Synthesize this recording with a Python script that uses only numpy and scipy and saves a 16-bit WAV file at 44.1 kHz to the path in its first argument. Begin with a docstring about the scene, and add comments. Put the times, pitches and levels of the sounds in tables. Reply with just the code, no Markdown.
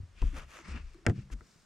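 """Soft thumps come first, then a heavy one, as someone shifts on their knees on a small boat's carpeted deck.
Each thump booms a deck panel and rings the hollow hull, both made from fading sine waves.
One hard knock stands out, with small taps around it: fading tones, a noise wash and a bright tick.
Shaped noise makes trousers dragging on carpet, a jacket swishing, low hull rumble and a faint outdoor hiss.
Wobbling low tones make the deck's soft creaks, and a scatter of tiny ticks makes loose gear chatter."""
import sys
import numpy as np
from scipy import signal
from scipy.fft import rfft, irfft
from scipy.io import wavfile

SR = 44100
rng = np.random.default_rng(int(sys.argv[2]) if len(sys.argv) > 2 else 0)


def waveform_to_disk(signal):
    """Save audio, clipped to [-1, 1], as 16-bit WAV at the path in sys.argv[1]."""
    frames = np.transpose(np.atleast_2d(signal))
    scaled = np.clip(frames, -1, 1) * 32767
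    samples = np.round(scaled).astype(np.int16)
    wavfile.write(sys.argv[1], SR, samples)


N = 72765
TIME = np.arange(N) / SR   # seconds

# A t60 is the time a ring takes to fall by 60 dB. Left-right levels are positive when left is louder.

# Outdoor hiss, its tone colour: pitch_hz, level_db per Hz (relative)
AIR_COLOUR = [(25, -1), (60, -0.5), (110, 1.5), (170, 3.5), (360, -4), (850, -11), (1300, -7), (2850, -14),
              (3800, -16), (5140, -15.5), (8580, -21), (9900, -28.5), (13500, -36.5), (15500, -60)]
AIR_DB = -67.5
# How alike left and right noise are: pitch_hz, correlation (no unit)
LIKENESS = [(60, 0.79), (250, 0.44), (600, 0.77), (2000, 0.68), (6000, 0.71), (14000, 0.38)]

# Low rumble of the rocking hull over time: time_s, level_db (before left and right are averaged)
ROCKING = [(0, -78), (0.19, -51), (0.43, -44.5), (0.52, -64.5), (0.65, -66.5), (0.8, -43.5), (0.92, -51),
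           (1.02, -66), (1.2, -61.5), (1.4, -52), (1.47, -78), (1.65, -67)]
# Tone colour of that rumble: pitch_hz, level_db per Hz (relative)
ROCKING_COLOUR = [(20, 1), (35, -7.5), (60, -4), (90, -21), (150, -38), (400, -64), (1500, -96)]

# Soft creaks of the loaded deck: start_s, length_s, level_db, pitch_hz
CREAKS = [(0.328, 0.033, -46.5, 278), (0.59, 0.031, -54, 345), (0.668, 0.037, -47, 188),
          (0.741, 0.034, -45, 250), (0.945, 0.025, -52.5, 339), (0.978, 0.024, -56.5, 335),
          (1.009, 0.042, -61, 342), (1.324, 0.042, -50.5, 235)]
CREAK_JITTER, CREAK_JITTER_RATE_HZ = 0.1, 200   # jitter is a fraction of the pitch
CREAK_OVERTONE_DB = -26

# Jacket swishes: peak_s, level_db, rise_s, fall_s, tilt_db per octave, weave_hz, weave_db
SWISHES = [(0.195, -61, 0.032, 0.063, 1.1, 2900, 12), (0.66, -55.5, 0.026, 0.064, -0.5, 2050, 5),
           (0.708, -51, 0.048, 0.028, 0.3, 8700, 5.5), (0.76, -51.5, 0.041, 0.046, -2.04, 2650, 9),
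           (0.9, -69, 0.28, 0.11, 3, 2700, 4), (1.195, -63, 0.048, 0.038, 3, 2700, 5),
           (1.53, -74, 0.18, 0.22, 8.5, 2600, -4.5)]
# Trousers dragging on carpet: peak_s, level_db, rise_s, fall_s, tilt_db per octave, weave_hz, weave_db
DRAGS = [(0.265, -60.5, 0.066, 0.11, 2.5, 3020, 4), (0.377, -47, 0.033, 0.028, -0.5, 11300, 9.5),
         (0.415, -54.5, 0.051, 0.036, 0, 1180, 3.5), (0.53, -56, 0.047, 0.063, 1.3, 12000, 6.5),
         (0.585, -53, 0.066, 0.041, -0.3, 6200, 4.5), (1.09, -52.5, 0.011, 0.023, 0.8, 2600, -1),
         (1.329, -53.5, 0.014, 0.011, 3.7, 2700, -1.5)]
# Tone colour of the jacket: pitch_hz, level_db per Hz (relative)
SWISH_COLOUR = [(150, 3), (280, -7), (450, -12), (700, -14), (1200, -4.5), (1900, -6), (2600, -9),
                (3500, -20), (4600, -12.5), (6300, -19), (8500, -25.5), (10000, -40.5), (15000, -46)]
# Tone colour of the trousers: pitch_hz, level_db per Hz (relative)
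DRAG_COLOUR = [(150, -14), (250, -8), (434, -7.5), (573, -4), (795, -9), (1100, -4.5), (1220, -1.5),
               (1890, -7.5), (2400, -4.5), (4240, -20), (6100, -16), (12200, -33), (15500, -49)]
SWISH_PAN_DB, DRAG_PAN_DB = 3, 2.1
WEAVE_OCTAVES = 0.26   # how far the raspy weave band spreads to each side

# Hard contacts: start_s, level_db, brightness_hz, hull_ring_db, left_minus_right_db,
# struck_spot_hz, struck_spot_ring_db, surface_tick_db
KNOCKS = [(0.2185, -39.5, 9100, -66, 1, 2610, -40, -42), (0.2247, -41, 1168, -39.5, 6, 1005, -34, -72),
          (0.935, -67, 8000, -66, 9, 5340, -63, -56), (0.945, -65, 5000, -60, 6, 1150, -58, -54),
          (1.053, -41, 3000, -55, 0, 700, -46, -66), (1.0652, -14, 9300, -27.5, -1, 1910, -25, -32.5),
          (1.0837, -37.5, 2200, -30.5, 4, 700, -28.5, -49), (1.0978, -29, 3580, -37.5, 1, 680, -37.5, -44),
          (1.301, -45, 1980, -65, 6, 1061, -54, -67), (1.389, -59, 1970, -78, 1, 1220, -60, -77),
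          (1.4079, -43.5, 1840, -65, 1, 1260, -48.5, -64)]
# Tones of a hard contact: pitch_hz, level_db (relative), t60_s
CLACK = [(1057, -31, 0.049), (1319, -16, 0.038), (1545, -17.5, 0.041), (1722, -15.5, 0.025),
         (1818, -11.5, 0.023), (1930, -9.5, 0.01), (2160, -19.5, 0.013), (2600, -26, 0.017),
         (3290, -20, 0.015), (4990, -14, 0.0065), (5600, -17.5, 0.0065), (6800, -15, 0.0055),
         (8600, -16, 0.0049)]
# Noise wash of the many higher deck tones, its colour: pitch_hz, level_db per Hz (relative)
WASH_COLOUR = [(100, 0), (400, 0.5), (800, -6), (1100, -4.5), (1800, 4.5), (2600, -10.5), (3800, -19),
               (6000, -10.5), (9000, -29), (15000, -20)]
# How long the wash lasts: pitch_hz, t60_s
WASH_T60 = [(200, 0.24), (700, 0.076), (1800, 0.041), (4000, 0.016), (12000, 0.02)]
WASH_DB = -9.5   # relative to the knock
TOUCH_S = 0.00026   # the wash builds up over this time
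SPOT_T60_S = 0.02
TICK_LOW_HZ, TICK_HIGH_HZ, TICK_DECAY_S = 2460, 8160, 0.0016
# Loose gear chattering, its level relative to the hardest knock
RATTLE_DB, RATTLE_LOSS_DB_PER_S = -35, 224
RATTLE_PER_S, RATTLE_S = 350, 0.024   # average touches per second, and how long they go on

# Weight landing on the deck: start_s, level_db, panel_pitch_hz, panel_t60_s, hull_ring_db (before softening)
THUMPS = [(0.002, -31.5, 91.5, 0.093, -56.5), (0.032, -35, 85.6, 0.11, -81), (0.083, -51, 94, .22, -79),
          (0.219, -15, 31.1, 0.33, -40.5), (0.24, -17, 50.2, 0.18, -51.5), (0.333, -35, 66, 0.41, -77),
          (0.378, -34, 38.6, 0.13, -47.5), (0.687, -37.5, 72.7, 0.34, -50.5),
          (0.711, -33.5, 58, 0.31, -50.5), (0.746, -34, 71.6, 0.3, -49), (0.801, -40, 72, 0.082, -58),
          (0.841, -33, 28.7, .28, -71), (0.913, -51, 56.4, .15, -82), (1.068, -22.5, 112.8, 0.15, -36.5),
          (1.086, -18.5, 101, 0.047, -26), (1.097, -19.5, 114.5, 0.092, -27.5),
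          (1.179, -36, 139.6, 0.2, -47), (1.188, -29.5, 126, 0.086, -45.5),
          (1.231, -44.5, 71.6, 0.097, -57.5), (1.318, -30.5, 46.1, 0.22, -58),
          (1.338, -35.5, 48.7, 0.22, -52), (1.411, -48.5, 75, 0.069, -57), (1.559, -62.5, 169, 0.24, -62.5)]
# Tones of the hollow hull: pitch_hz, level_db (relative), t60_s
HULL = [(132, -9.5, 0.56), (153.5, -7.5, 0.26), (193.4, -14.5, 0.49), (217.5, -7.5, 0.24),
        (238.4, -5.5, 0.12), (282.6, -9, 0.18), (335, 0, 0.061), (383, -11, 0.08), (417, -19, 0.12),
        (489, -10.5, 0.096), (570, -17.5, 0.09), (700, -23, 0.093), (736, -21, 0.097), (766, -15.5, 0.073),
        (960, -54, 0.07)]
PANEL_GIVE_HZ, SOFT_CONTACT_HZ = 280, 306   # sound above these is softened

# Left-right balance of all deck sounds: pitch_hz, left_minus_right_db
EAR_BALANCE = [(30, 4.5), (120, 0.7), (300, 1.5), (600, -2), (1100, 0.2), (2200, 7), (5000, 0), (9000, 2),
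               (13000, 0)]
LEFT_LAG_S = 0.000016
LOW_CUT_HZ, TOP_STOP_HZ = 21, 17200   # at the top stop the sound is already 70 dB down


def from_db(db):
    """Turn decibels into a multiplier."""
    return 10 ** (np.asarray(db) / 20)


def rms_one(x):
    """Scale a signal to an average (rms) strength of one."""
    return x / np.sqrt(np.mean(x ** 2) + 1e-20)


def at_hz(points, hz):
    """Read a table between its points, spacing pitches as the ear does (logarithmically)."""
    table_hz, values = np.transpose(points)
    return np.interp(np.log(hz), np.log(table_hz), values)


def pan(db):
    """Give left and right multipliers for a level difference, half on each side."""
    return from_db(np.array([[0.5], [-0.5]]) * db)


def lowpass(x, hz):
    """Soften the sound above a given pitch."""
    sos = signal.butter(2, min(hz, SR / 2 - 100), fs=SR, output="sos")
    return signal.sosfilt(sos, x + 1e-18)


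def click(s, db):
    """Make a single-sample blow, used to strike the ringing tones."""
    return from_db(db) * (np.arange(N) == max(int(s * SR), 0))


def ring(x, modes):
    """Let x strike a set of tones, each a sine wave that dies away at its own speed."""
    out = 0
    for hz, db, t60 in modes:
        shrink = np.exp(-np.log(1000) / (t60 * SR))   # loss per sample
        turn = 2 * np.pi * hz / SR   # angle per sample
        feedback = [1, -2 * shrink * np.cos(turn), shrink * shrink]
        out = out + from_db(db) * signal.lfilter([0, np.sin(turn)], feedback, x + 1e-18)
    return out


def ring_alternating(x, modes):
    """Ring the tones with every second one upside down, since modes can move in opposite directions."""
    return ring(x, modes[::2]) - ring(x, modes[1::2])


def flutter(rate):
    """Make a random wobble of rms one from points joined by lines, rate points per second."""
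    knots = rng.standard_normal(4096)
    return rms_one(np.interp(TIME * rate, np.arange(len(knots)), knots))


def noise_bands(colour):
    """Split stereo noise into third-octave bands that sum to rms one; return centre pitches and bands."""
    edges = 22 * 2 ** (np.arange(30) / 3)
    centres = np.sqrt(edges[1:] * edges[:-1])
    white = rng.standard_normal((2, 2, N))
    bands = []
    for k, hz in enumerate(centres):
        sos = signal.butter(3, edges[k:k + 2], "band", fs=SR, output="sos")
        mid, side = signal.sosfilt(sos, white[k % 2])   # neighbouring bands use separate noise
        alike = np.clip(at_hz(LIKENESS, hz), 0, 1)
        low_fade = min(1, hz / colour[0][0]) ** 2   # fades below the table's lowest pitch
        gain = from_db(at_hz(colour, hz)) * low_fade
        shared = np.sqrt(1 + alike) * mid
        opposite = np.sqrt(1 - alike) * side * [[1], [-1]]
        bands.append(gain * (shared + opposite))
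    return centres, np.array(bands) / np.std(sum(bands))


def air():
    """Outdoor air is a faint, steady hiss made of noise."""
    _, bands = noise_bands(AIR_COLOUR)
    return from_db(AIR_DB) * bands.sum(axis=0)


def rocking():
    """The hull rumbles as weight moves on it: low noise that swells and fades."""
    _, bands = noise_bands(ROCKING_COLOUR)
    rumble = bands.sum(axis=(0, 1)) / 2   # average of left and right
    return from_db(np.interp(TIME, *np.transpose(ROCKING))) * rumble


def creaks():
    """Panels stick and slip at an uneven rate, in short low groans."""
    out = 0
    for s, length, db, hz in CREAKS:
        slip_hz = hz * (1 + CREAK_JITTER * flutter(CREAK_JITTER_RATE_HZ))
        phase = 2 * np.pi * np.cumsum(slip_hz) / SR
        progress = np.clip((TIME - s) / length, 0, 1)
        load = np.sqrt(np.abs(np.sin(np.pi * progress)))
        groan = np.sin(phase) + from_db(CREAK_OVERTONE_DB) * np.sin(2 * phase)
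        out = out + from_db(db) * load * groan
    return out


def rubbing(strokes, colour, grain_db, grain_rate):
    """Rubbing cloth hisses with each stroke; catching fibres roughen it and the weave adds a raspy band."""
    centres, bands = noise_bands(colour)
    octaves = np.log2(centres / 2000)   # the tilt pivots at 2000 Hz
    power = 0
    for s, db, rise, fall, tilt_db, weave_hz, weave_db in strokes:
        weave = np.exp(-(np.log2(centres / weave_hz) / WEAVE_OCTAVES) ** 2)
        speed = np.exp(-((TIME - s) / np.where(TIME < s, rise, fall)) ** 2)
        band_gain = from_db(db + tilt_db * octaves + weave_db * weave)
        power = power + np.outer(band_gain, speed) ** 2
    rub = np.einsum("bcn,bn->cn", bands, np.sqrt(power))   # shape each band, then add them up
    return rub * from_db(grain_db * flutter(grain_rate))


def jacket_swishes():
    """Jacket cloth rubs with a gentle, slower grain."""
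    return pan(SWISH_PAN_DB) * rubbing(SWISHES, SWISH_COLOUR, grain_db=1.0, grain_rate=250)


def trouser_drags():
    """Trousers rub over the carpet with a rougher, faster grain."""
    return pan(DRAG_PAN_DB) * rubbing(DRAGS, DRAG_COLOUR, grain_db=1.49, grain_rate=500)


def rattle():
    """The hardest knock sets loose gear chattering for a moment, in uneven ticks."""
    s, db = max(KNOCKS, key=lambda row: row[1])[:2]
    age = np.clip(TIME - s, 0, 1)
    touches = (rng.random(N) < RATTLE_PER_S / SR) * (age > 0) * (age < RATTLE_S)
    strength = rng.standard_normal(N) / 2   # random size and direction
    fading = from_db(db + RATTLE_DB - RATTLE_LOSS_DB_PER_S * age)
    return ring(touches * strength * fading, CLACK)


def tick(s, db):
    """Two hard surfaces meet in a very short bright crackle."""
    age = TIME - s
    crackle = rng.standard_normal(N) * (age > 0) * np.exp(-np.abs(age) / TICK_DECAY_S)
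    band = signal.butter(2, [TICK_LOW_HZ, TICK_HIGH_HZ], "band", fs=SR, output="sos")
    return from_db(db) * signal.sosfilt(band, crackle + 1e-18)


def knocks():
    """A hard contact clacks, rings the struck spot and hull, and leaves a wash whose pitches fade at own rates."""
    centres, bands = noise_bands(WASH_COLOUR)
    age = TIME[:SR // 2]   # each wash lasts at most half a second
    fade = np.exp(-np.log(1000) * age / at_hz(WASH_T60, centres)[:, None])
    decay = fade * (1 - np.exp(-age / TOUCH_S))
    out = 0
    for s, db, bright_hz, hull_db, pan_db, spot_hz, spot_db, tick_db in KNOCKS:
        start = int(s * SR)
        size = min(len(age), N - start)
        stop = start + size
        wash = np.zeros((2, N))
        wash[:, start:stop] = np.einsum("bcn,bn->cn", bands[:, :, start:stop], decay[:, :size])
        clack = ring_alternating(click(s, db), CLACK)
        hull = ring_alternating(click(s, hull_db), HULL)
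        spot = ring(click(s, spot_db), [(spot_hz, 0, SPOT_T60_S)])
        contact = pan(pan_db) * (clack - spot + from_db(db + WASH_DB) * wash)
        out = out + lowpass(hull + contact, bright_hz) + tick(s, tick_db)
    return out


def thumps():
    """A padded blow bends the panel under it and wakes the low hull tones."""
    panels = sum(ring(click(s, db), [(hz, 0, t60)]) for s, db, hz, t60, _ in THUMPS)
    blows = sum(click(s, hull_db) for s, _, _, _, hull_db in THUMPS)
    hull = ring(lowpass(blows, SOFT_CONTACT_HZ), HULL)
    return lowpass(panels, PANEL_GIVE_HZ) + hull


def shade(x):
    """The left and right microphone ports favour different pitches."""
    hz = np.maximum(np.fft.rfftfreq(N, 1 / SR), 1)
    return irfft(rfft(x) * pan(at_hz(EAR_BALANCE, hz)), N)


def scene():
    """Deck and clothes reach the left port slightly late; the air hiss is added without that delay."""
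    clothes = trouser_drags() + jacket_swishes()
    deck = shade(thumps() + knocks() + rattle() + creaks() + rocking())
    left, right = deck + clothes
    late_left = np.interp(TIME - LEFT_LAG_S, TIME, left)
    return np.array([late_left, right]) + air()


def record(dry):
    """Trim the deepest bass and cut the top steeply."""
    bass_trim = signal.butter(1, LOW_CUT_HZ, "high", fs=SR, output="sos")
    top_cut = signal.cheby2(12, 70, TOP_STOP_HZ, fs=SR, output="sos")
    return signal.sosfilt(top_cut, signal.sosfilt(bass_trim, dry))


dry = scene()
out = record(dry)
waveform_to_disk(out)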